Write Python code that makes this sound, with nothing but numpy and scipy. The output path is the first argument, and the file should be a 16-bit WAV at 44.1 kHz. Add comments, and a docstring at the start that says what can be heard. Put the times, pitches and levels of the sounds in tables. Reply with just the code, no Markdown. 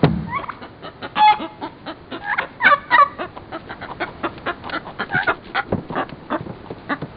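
"""A quiet garden, one microphone. A heavy bump at the coop opens the scene and leaves a hollow boom.
A hen is caught, and her syrinx answers in two voices, at times both at once: a high strained tone
(squawks that whine or shriek) and low creaky pulses (clucks). The yard echoes her faintly.
Then she is carried past the microphone, still clucking, as boots scuff and thud through the mulch."""
import sys
import numpy as np
from scipy import signal
from scipy.fft import rfft, irfft, next_fast_len
from scipy.io import wavfile
from scipy.ndimage import map_coordinates

SR = 44100
rng = np.random.default_rng(int(sys.argv[2]) if len(sys.argv) > 2 else 0)


def unload_audio(sound):
    """Save the sound as a 16-bit wav file, at the path given as the first command line argument."""
    columns = np.transpose(np.atleast_2d(sound))
    # keep every value between -1 and 1, then stretch to whole-number steps
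    steps = np.round(np.clip(columns, -1, 1) * 32767)
    wavfile.write(sys.argv[1], SR, steps.astype(np.int16))


N = 315756
TIME = np.arange(N) / SR
TOP_HZ = 5050  # the treble stops here

# Resonances of the beak. Each row: centre in Hz, half-width in Hz, gain in dB.
BEAK_MODES = [(1208, 207, 1.5), (1788, 272, -7.5)]
# Higher resonances, the edge on her voice. Each row: centre in Hz, half-width in Hz, gain in dB.
EDGE_MODES = [(2847, 278, 2), (3780, 320, -2)]


def amp(db):
    return 10 ** (np.asarray(db) / 20)


def unit(x):
    return x / np.sqrt(np.mean(x ** 2) + 1e-20)


def along(points, hz):
    """Read (Hz, value) points at hz, on a log axis."""
    f, v = np.transpose(points)
    return np.interp(np.log(hz + 1), np.log(f + 1), v)


def curves(rows, t):
    """Each column after the first, at the times t."""
    s, *cols = np.transpose(rows)
    return [np.interp(t, s, c) for c in cols]


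def wobble(rate, size):
    """A smooth random curve, rate knots a second."""
    knots = rng.standard_normal(int(size * rate / SR) + 4)
    return map_coordinates(knots, [np.arange(size) * rate / SR])


def filtered(x, response):
    """x through a complex frequency response."""
    size = next_fast_len(len(x) + 8192)
    return irfft(rfft(x, size) * response(np.fft.rfftfreq(size, 1 / SR)), size)[:len(x)]


def resonate(x, modes):
    """x through a bank of steep-sided resonances of alternating sign."""
    def band(f, hz, half_width):
        damping = 2j * f * half_width
        return (damping / (hz * hz - f * f + damping)) ** 2
    return filtered(x, lambda f: sum((-1) ** k * amp(db) * band(f, hz, half_width)
                                     for k, (hz, half_width, db) in enumerate(modes)))


def add(track, start, sound):
    """Mix a sound in at start seconds."""
    part = track[max(round(start * SR), 0):][:len(sound)]
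    part += sound[:len(part)]


def garden(tread_swell_db=3, leaf_swell_db=7.5, crunch_db=4.5, split_hz=1500):
    """Quiet outdoor air, and the uneven rustle of boots and brushed leaves nearing the microphone."""
    # Each row: time in seconds, air level in dB, rustle level in dB.
    levels = [(0, -35, -43), (.7, -42.5, -51.5), (3.2, -42, -45), (4.3, -37, -46), (5.4, -42.5, -36.5),
              (7.1, -39, -48)]
    # Spectra of the air and the rustle. Each row: frequency in Hz, gain in dB.
    air_spectrum = [(15, -41), (25, -10.5), (107, 2), (253, -1.5), (459, -6.5), (850, -8.5), (2190, -19),
                    (2560, -23.5), (3890, -25.5), (4850, -20.5), (6300, -70), (10700, -120)]
    rustle_spectrum = [(30, 1.5), (130, -5), (350, 5), (600, -8.5), (1100, -12.5), (2400, -14.5),
                       (4500, -16.5)]

    def crunch(swell_db):
        return unit(rng.standard_normal(N) * amp(swell_db * wobble(20, N) + crunch_db * wobble(250, N)))
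    air_db, rustle_db = curves(levels, TIME)
    air = unit(filtered(rng.standard_normal(N), lambda f: amp(along(air_spectrum, f))))
    tread = filtered(crunch(tread_swell_db), lambda f: amp(along(rustle_spectrum, f)) * (f < split_hz))
    leaves = filtered(crunch(leaf_swell_db), lambda f: amp(along(rustle_spectrum, f)) * (f >= split_hz))
    return amp(air_db) * air + amp(rustle_db) * unit(tread + leaves)


def thuds(crumble=0.11, crumble_t60=0.11):
    """Each dull blow on the soil is one push and a crumbling tail; the first leaves a hollow boom."""
    # The bump, then boots. Each row: start in seconds, peak in dB, low-pass corner in Hz.
    blows = [(.032, -2, 810), (.039, -3, 1347), (.064, -10.5, 302), (5.141, -16, 92), (5.722, -7.5, 520),
             (5.777, -15.5, 480), (5.9, -18.5, 450), (6.12, -20, 700), (6.404, -21.5, 348),
             (6.46, -20.5, 397), (6.494, -20.5, 700), (6.703, -16.5, 700), (7.02, -17.5, 510)]
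    # Resonances of the soil. Each row: centre in Hz, half-width in Hz, gain in dB.
    soil_modes = [(129, 56, -3), (219, 164, -0.5), (330, 354, -3), (520, 214, -4), (850, 120, -22)]
    # The hollow ring. Each row: frequency in Hz, gain in dB, T60 in seconds before the final fade.
    boom_modes = [(82.8, -15, 1), (124, -19.5, 1), (166, -8.5, 1), (210, -7.5, 0.62), (308.6, -19.5, 0.82)]
    out, t = np.zeros(N), np.arange(SR // 2) / SR
    for start, db, corner_hz in blows:
        push = (t == 0) + crumble * amp(-60 * t / crumble_t60) * rng.standard_normal(len(t))
        blow = filtered(resonate(push, soil_modes), lambda f: 1 / (1 + 1j * f / corner_hz))
        add(out, start, amp(db) * blow / np.abs(blow).max())
    boom = sum(amp(db - 60 * t / t60) * np.sin(2 * np.pi * hz * t + 2.0 * wobble(25, len(t)))
               for hz, db, t60 in boom_modes)
    swell, fade = 1 - np.exp(-t / 0.11), 1 - t / t[-1]
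    add(out, blows[0][0], boom * swell * fade)
    return out


def litter(grain_db=4, tick_t60=0.04):
    """Sharp little ticks, and short grainy scuffs of boots through the mulch."""
    # Each row: start in seconds, level in dB (the tick peaks 6 dB lower).
    ticks = [(.0423, 1), (4.379, -18.5), (4.639, -17.5), (4.6961, -9), (5.0946, -16.5), (6.0936, -15.5),
             (7.0168, -21.5)]
    # Each row: centre in seconds, half-length in seconds, level in dB.
    scuffs = [(3.372, 0.019, -31), (3.908, 0.032, -30), (4.083, 0.028, -30.5), (4.673, 0.037, -28),
              (4.887, 0.037, -29.5), (5.934, 0.017, -25.5), (6.667, .025, -38.5)]
    # Each row: frequency in Hz, gain in dB.
    mulch_spectrum = [(200, -6.5), (600, -2), (950, 5.5), (1400, -12), (2400, -19.5), (3500, -18),
                      (5000, -32.5)]
    out, t = np.zeros(N), np.arange(SR // 20) / SR
    grains = rng.standard_normal(N) * amp(grain_db * wobble(700, N))
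    mulch = unit(filtered(grains, lambda f: amp(along(mulch_spectrum, f))))
    for centre, half_length, db in scuffs:
        out += amp(db) * mulch * np.exp(-2 * ((TIME - centre) / half_length) ** 2)
    for start, db in ticks:
        burst = rng.standard_normal(len(t)) * amp(-60 * t / tick_t60)
        tick = filtered(burst, lambda f: (f < TOP_HZ) * 1j * f / (900 + 1j * f) ** 2)
        add(out, start, amp(db) * tick / np.abs(tick).max() / 2)
    return out


def squawk(t, pitch, db, octave_db, overtone_db, buzz_db, flutter, waver, rasp_db,
           flutter_cycles=8.8, flutter_bend=0.056):
    """The high voice: a strained, fluttering tone with its octave, overtones and a half-pitch buzz."""
    # Spectra of the overtones and the buzz. Each row: frequency in Hz, gain in dB.
    overtone_spectrum = [(1900, 16.5), (2300, 8.5), (2650, -14), (3400, -2), (3900, -7), (4400, -16),
                         (5200, -12)]
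    buzz_spectrum = [(400, -19.5), (580, 1), (1300, -2.5), (1750, 0), (2150, 1.5), (2900, -16.5),
                     (3900, -16.5), (4800, -17)]
    flutter = np.clip(flutter, 0, 1)
    flutter_hz = pitch / flutter_cycles * (1 + 0.25 * wobble(60, len(t)))
    beat = np.sin(2 * np.pi * np.cumsum(flutter_hz) / SR)
    pitch = pitch * (1 + waver * (1 + 3 * flutter) * wobble(250, len(t)) + flutter_bend * flutter * beat)
    phase = 2 * np.pi * np.cumsum(pitch) / SR
    tone = (np.sin(phase) + amp(octave_db) * np.sin(2 * phase)) / np.hypot(1, amp(octave_db))
    for k in range(3, 8):
        partial_db = overtone_db + along(overtone_spectrum, k * pitch) + 2.6 * wobble(70, len(t))
        tone += amp(partial_db) * np.sin(k * phase + k * k)
    for k in np.arange(6) + .5:
        partial_db = buzz_db + along(buzz_spectrum, k * pitch) + 4.4 * wobble(70, len(t))
        tone += amp(partial_db) * np.sin(k * phase + k * k)
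    pulsed_hiss = rng.standard_normal(len(t)) * (1 + np.sin(phase))
    rasp = unit(resonate(pulsed_hiss, BEAK_MODES + EDGE_MODES))
    tone += amp(rasp_db) * (0.14 + flutter) * rasp
    end_fades = np.clip(np.minimum(t - t[0], t[-1] - t) / 0.00063, 0, 1)
    return np.sqrt(2) * amp(db) * end_fades * tone * (1 + .7 * flutter * beat)


def whine(swell, fade, start_hz, peak_hz, end_hz, db, octave_db, overtone_db, buzz_db, flutter,
          swell_db=21.5, fade_db=17.5):
    """Effort builds while the pitch glides; as she lets go, the pitch slides or flicks away."""
    t = np.arange(int((swell + fade) * SR)) / SR
    up, down = np.clip(t / swell, 0, 1), np.clip((t - swell) / fade, 0, 1)
    effort_db = -swell_db * (1 - up) ** 1.29 - fade_db * down ** 2.4
    pitch = start_hz + (peak_hz - start_hz) * up ** 2.3 + (end_hz - peak_hz) * down
    # octave and overtones grow with effort; the octave weakens as the pitch climbs
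    octave_db = octave_db + 0.8 * effort_db - 36.5 * np.log2(pitch / peak_hz)
    overtone_db = overtone_db + 1.1 * effort_db
    return squawk(t, pitch, db + effort_db, octave_db, overtone_db, buzz_db, flutter,
                  waver=0.0087, rasp_db=-22.5)


def cluck(length, top_hz, db, open_db, edge_db, rough,
          jitter=.2, slap_spread_db=4, rasp=0.32, bounce=0.72, scatter_t60=0.041, gape_db=3, sink=0.076):
    """The low voice: membrane slaps that speed up and slow again, ringing the throat and the beak."""
    # The course of a cluck. Each row: share of its length, share of top pitch, effort in dB.
    arch = [(0, .52, -7), (.15, .72, -2), (.38, .93, 0), (.62, 1, -1.5), (.85, .96, -5), (1, .84, -10)]
    # Resonances of the throat. Each row: centre in Hz, half-width in Hz, gain in dB.
    throat_modes = [(270, 190, 2.5), (726, 152, 3)]
    t = np.arange(int(length * 2 * SR)) / SR
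    progress = np.clip(t / length, 0, 1)
    tension, effort_db = curves(arch, progress)
    unevenness = jitter * (rough + (1 - tension) / 2) * wobble(300, len(t))
    cycles = np.cumsum(top_hz * tension * (1 + unevenness)) / SR
    slaps = np.diff(np.floor(cycles), prepend=-1) * amp(slap_spread_db * rough * wobble(400, len(t)))
    # air hisses through just after each slap
    hiss = rasp * rough * np.exp(-3 * (cycles % 1)) * rng.standard_normal(len(t))
    cutoff = np.clip((length - t) / 0.0035 + .5, 0, 1)
    source = (slaps + hiss) * amp(effort_db) * cutoff
    # ground and leaves scatter each slap
    scatter = rng.standard_normal(len(t)) * amp(-60 * t / scatter_t60)
    source += bounce * signal.fftconvolve(source, scatter / np.linalg.norm(scatter))[:len(t)]
    stretch = np.exp(0.074 * rng.standard_normal())  # the neck is never held the same way twice

    def ring(drive, modes, lift=1):
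        return resonate(drive, [(hz * stretch * lift, width, gain) for hz, width, gain in modes])
    throat = unit(ring(source, throat_modes))
    # the beak's resonances sink and grow as the cluck goes on; the edge follows the effort
    early_beak = ring(source * (1 - progress) ** 2, BEAK_MODES, lift=1 + sink)
    late_beak = amp(gape_db) * ring(source * progress, BEAK_MODES)
    beak = unit(early_beak + late_beak)
    edge = unit(ring(source * amp(effort_db), EDGE_MODES))
    return amp(db) * np.sqrt(2) * (throat + amp(open_db) * beak + amp(edge_db) * edge)


def shriek(length, attack, release, hz, overshoot, db, overtone_db, broken_at, buzz_db,
           depth_db=20, settle_s=.009, break_s=0.0069, clean_buzz_db=-44.5, octave_db=-23.5):
    """A held squawk, purest at full force and torn at both ends, that breaks into a half-pitch buzz."""
    t = np.arange(int(length * SR)) / SR
    rise_db = depth_db * np.clip(1 - t / attack, 0, 1) ** 2
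    fall_db = depth_db * np.clip(1 - (length - t) / release, 0, 1) ** 2
    slack_db = rise_db + fall_db
    pitch = hz * (1 + overshoot * np.exp(-t / settle_s) - .004 * fall_db)  # settles, then sags
    broken = np.clip((t - broken_at) / break_s + 1, 0, 1)
    buzz_db = clean_buzz_db + (buzz_db - clean_buzz_db) * broken
    # below full force it is richer in overtones and flutters more
    harsh_db = .5 * slack_db
    flutter = 0.04 + .02 * slack_db
    return squawk(t, pitch, db - slack_db, octave_db + harsh_db, overtone_db + harsh_db, buzz_db,
                  flutter, waver=.0045, rasp_db=-26.5)


def hen():
    """Both voices of the syrinx; an open beak also gives a cluck more edge."""
    # Each row: start, swell and fade in seconds; pitch in Hz at the start, at peak effort and at
    # the end; level, octave, overtones and buzz in dB; flutter from 0 to 1.
    whines = [(.27, 0.1, 0.013, 912, 1137, 1114, -19.5, -7.5, -25, -35, .1),
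              (0.417, .026, 0.0064, 799, 1134, 1355, -24.5, -15.5, -21, -15, .2),
              (.48, 0.018, 0.0058, 891, 1160, 1748, -20, -16, -32, -30.5, 0),
              (2.21, .116, 0.03, 808, 836, 1260, -18.5, 5.5, -24, -23, .55),
              (2.37, 0.02, 0.016, 828, 681, 1317, -16, 17, -12, -20.5, 0.2),
              (2.602, .063, 0.039, 987, 747.6, 784, -10, 20, -15, -26, 0.3),
              (2.905, .041, .033, 1003, 942, 1027, -9, 5, -13, -35, .12),
              (5.099, .06, 0.088, 808, 733, 834, -17.5, 10.5, -24, -22, 0.8),
              (5.267, 0.01, 0.047, 759, 739, 628, -15.5, 10, -27, -21.5, .4)]
    # Each row: start and length in seconds, top pitch in Hz, level and beak opening in dB,
    # roughness from 0 to 1.
    clucks = [(0.373, .059, 331, -41, -4, 0.6), (.613, .052, 330, -41.5, -4.5, .6),
              (.825, .072, 309.4, -41.5, -2, .45), (1.019, .05, 290.2, -36.5, -3, .35),
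              (1.157, .055, 324.1, -36.5, 7.5, .4), (1.312, 0.036, 419.5, -39.5, 4, .5),
              (1.389, .082, 330, -33.5, -8.5, .1), (1.612, .07, 334.2, -33.5, -12.5, .15),
              (1.861, .066, 320.7, -36.5, -5.5, .2), (2.109, .074, 330, -36.5, -5, .4),
              (2.398, .058, 278.6, -36.5, -2.5, .4), (2.643, .057, 309.6, -33, 4.5, 0.5),
              (2.904, .065, 330, -35, 3.5, .35), (3.188, .072, 369.8, -34, -3, .05),
              (3.521, .055, 337.6, -35.5, -4, 0.2), (3.694, .048, 315, -40.5, 1, .7),
              (3.812, 0.054, 330, -41, 1, .6), (4.002, .045, 369.5, -30.5, -1, .25),
              (4.233, .042, 348, -29, -1, 0.3), (4.46, .056, 360.3, -32, 2, .2),
              (4.722, .06, 334.4, -34.5, 3.5, .3), (4.988, .052, 245.4, -34, 3, .5),
              (5.278, .045, 397.2, -28, 0.5, .7), (5.548, .058, 281.8, -30, 3.5, .4),
              (5.955, .082, 290.4, -29.5, -2, .5), (6.302, 0.067, 316, -28.5, -3.5, .45),
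              (6.894, .05, 297.2, -29.5, 0.5, .05)]
    # Each row: start, length, attack and release in seconds, pitch in Hz, overshoot as a share of it,
    # level and overtones in dB, seconds until fully broken, buzz in dB.
    shrieks = [(1.167, 0.17, 0.071, .04, 850.5, -.03, -9, -16, .112, -15.5),
               (2.692, 0.058, 0.027, 0.012, 1148, 0.2, -10, -21.5, 0.0049, -11.5),
               (2.981, 0.062, 0.0029, .016, 1139, 0.13, -8.5, -37, 0, -18)]
    # The edge dulls as she is carried past. Each row: time in seconds, dB relative to the beak.
    edge_share = [(0, -7), (2, -3), (3.5, -11.5), (5.5, -11), (6.3, -16.5)]
    voice = np.zeros(N)
    for start, length, top_hz, db, open_db, rough in clucks:
        edge_db = open_db + curves(edge_share, start)[0]
        add(voice, start, cluck(length, top_hz, db, open_db, edge_db, rough))
    for start, *shape in whines:
        add(voice, start, whine(*shape))
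    for start, *shape in shrieks:
        add(voice, start, shriek(*shape))
    return voice


def yard(voice):
    """Two wall echoes and a soft scatter from the trees."""
    # Each row: delay in seconds, gain in dB.
    wall_echoes = [(.036, -20.5), (.215, -40)]
    # Decay of the scatter. Each row: frequency in Hz, T60 in seconds.
    decay_times = [(200, 1), (1000, 0.58), (4000, 0.66)]
    # Less scatter when the hen is near the microphone. Each row: time in seconds, gain in dB.
    diffuse_share = [(0, -11), (3.2, -19.5), (5.3, -37), (7.1, -25.5)]
    hz, t, spectrum = signal.stft(rng.standard_normal(SR * 3 // 4), SR, nperseg=256)
    decay = amp(-60 * t / along(decay_times, hz)[:, None])
    tail = signal.istft(spectrum * decay, SR, nperseg=256)[1]
    scattered = voice * amp(curves(diffuse_share, TIME)[0])
    out = signal.fftconvolve(scattered, tail / np.linalg.norm(tail))[:N]
    for delay, db in wall_echoes:
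        add(out, delay, amp(db) * voice)
    return out


def scene():
    """The hen, her echo, the ground and the garden air, in mono."""
    voice = hen()
    return (voice + yard(voice) + thuds() + litter() + garden())[None]


def record(dry, ceiling=.92, rolloff_hz=4350):
    """A small microphone: the tallest peaks are rounded; its treble rolls off, then stops."""
    rounded = dry[0] / (1 + np.abs(dry[0] / ceiling) ** 8) ** (1 / 8)
    return filtered(rounded, lambda f: (f < TOP_HZ) / np.sqrt(1 + (f / rolloff_hz) ** 30))[None]


dry = scene()
out = record(dry)
unload_audio(out)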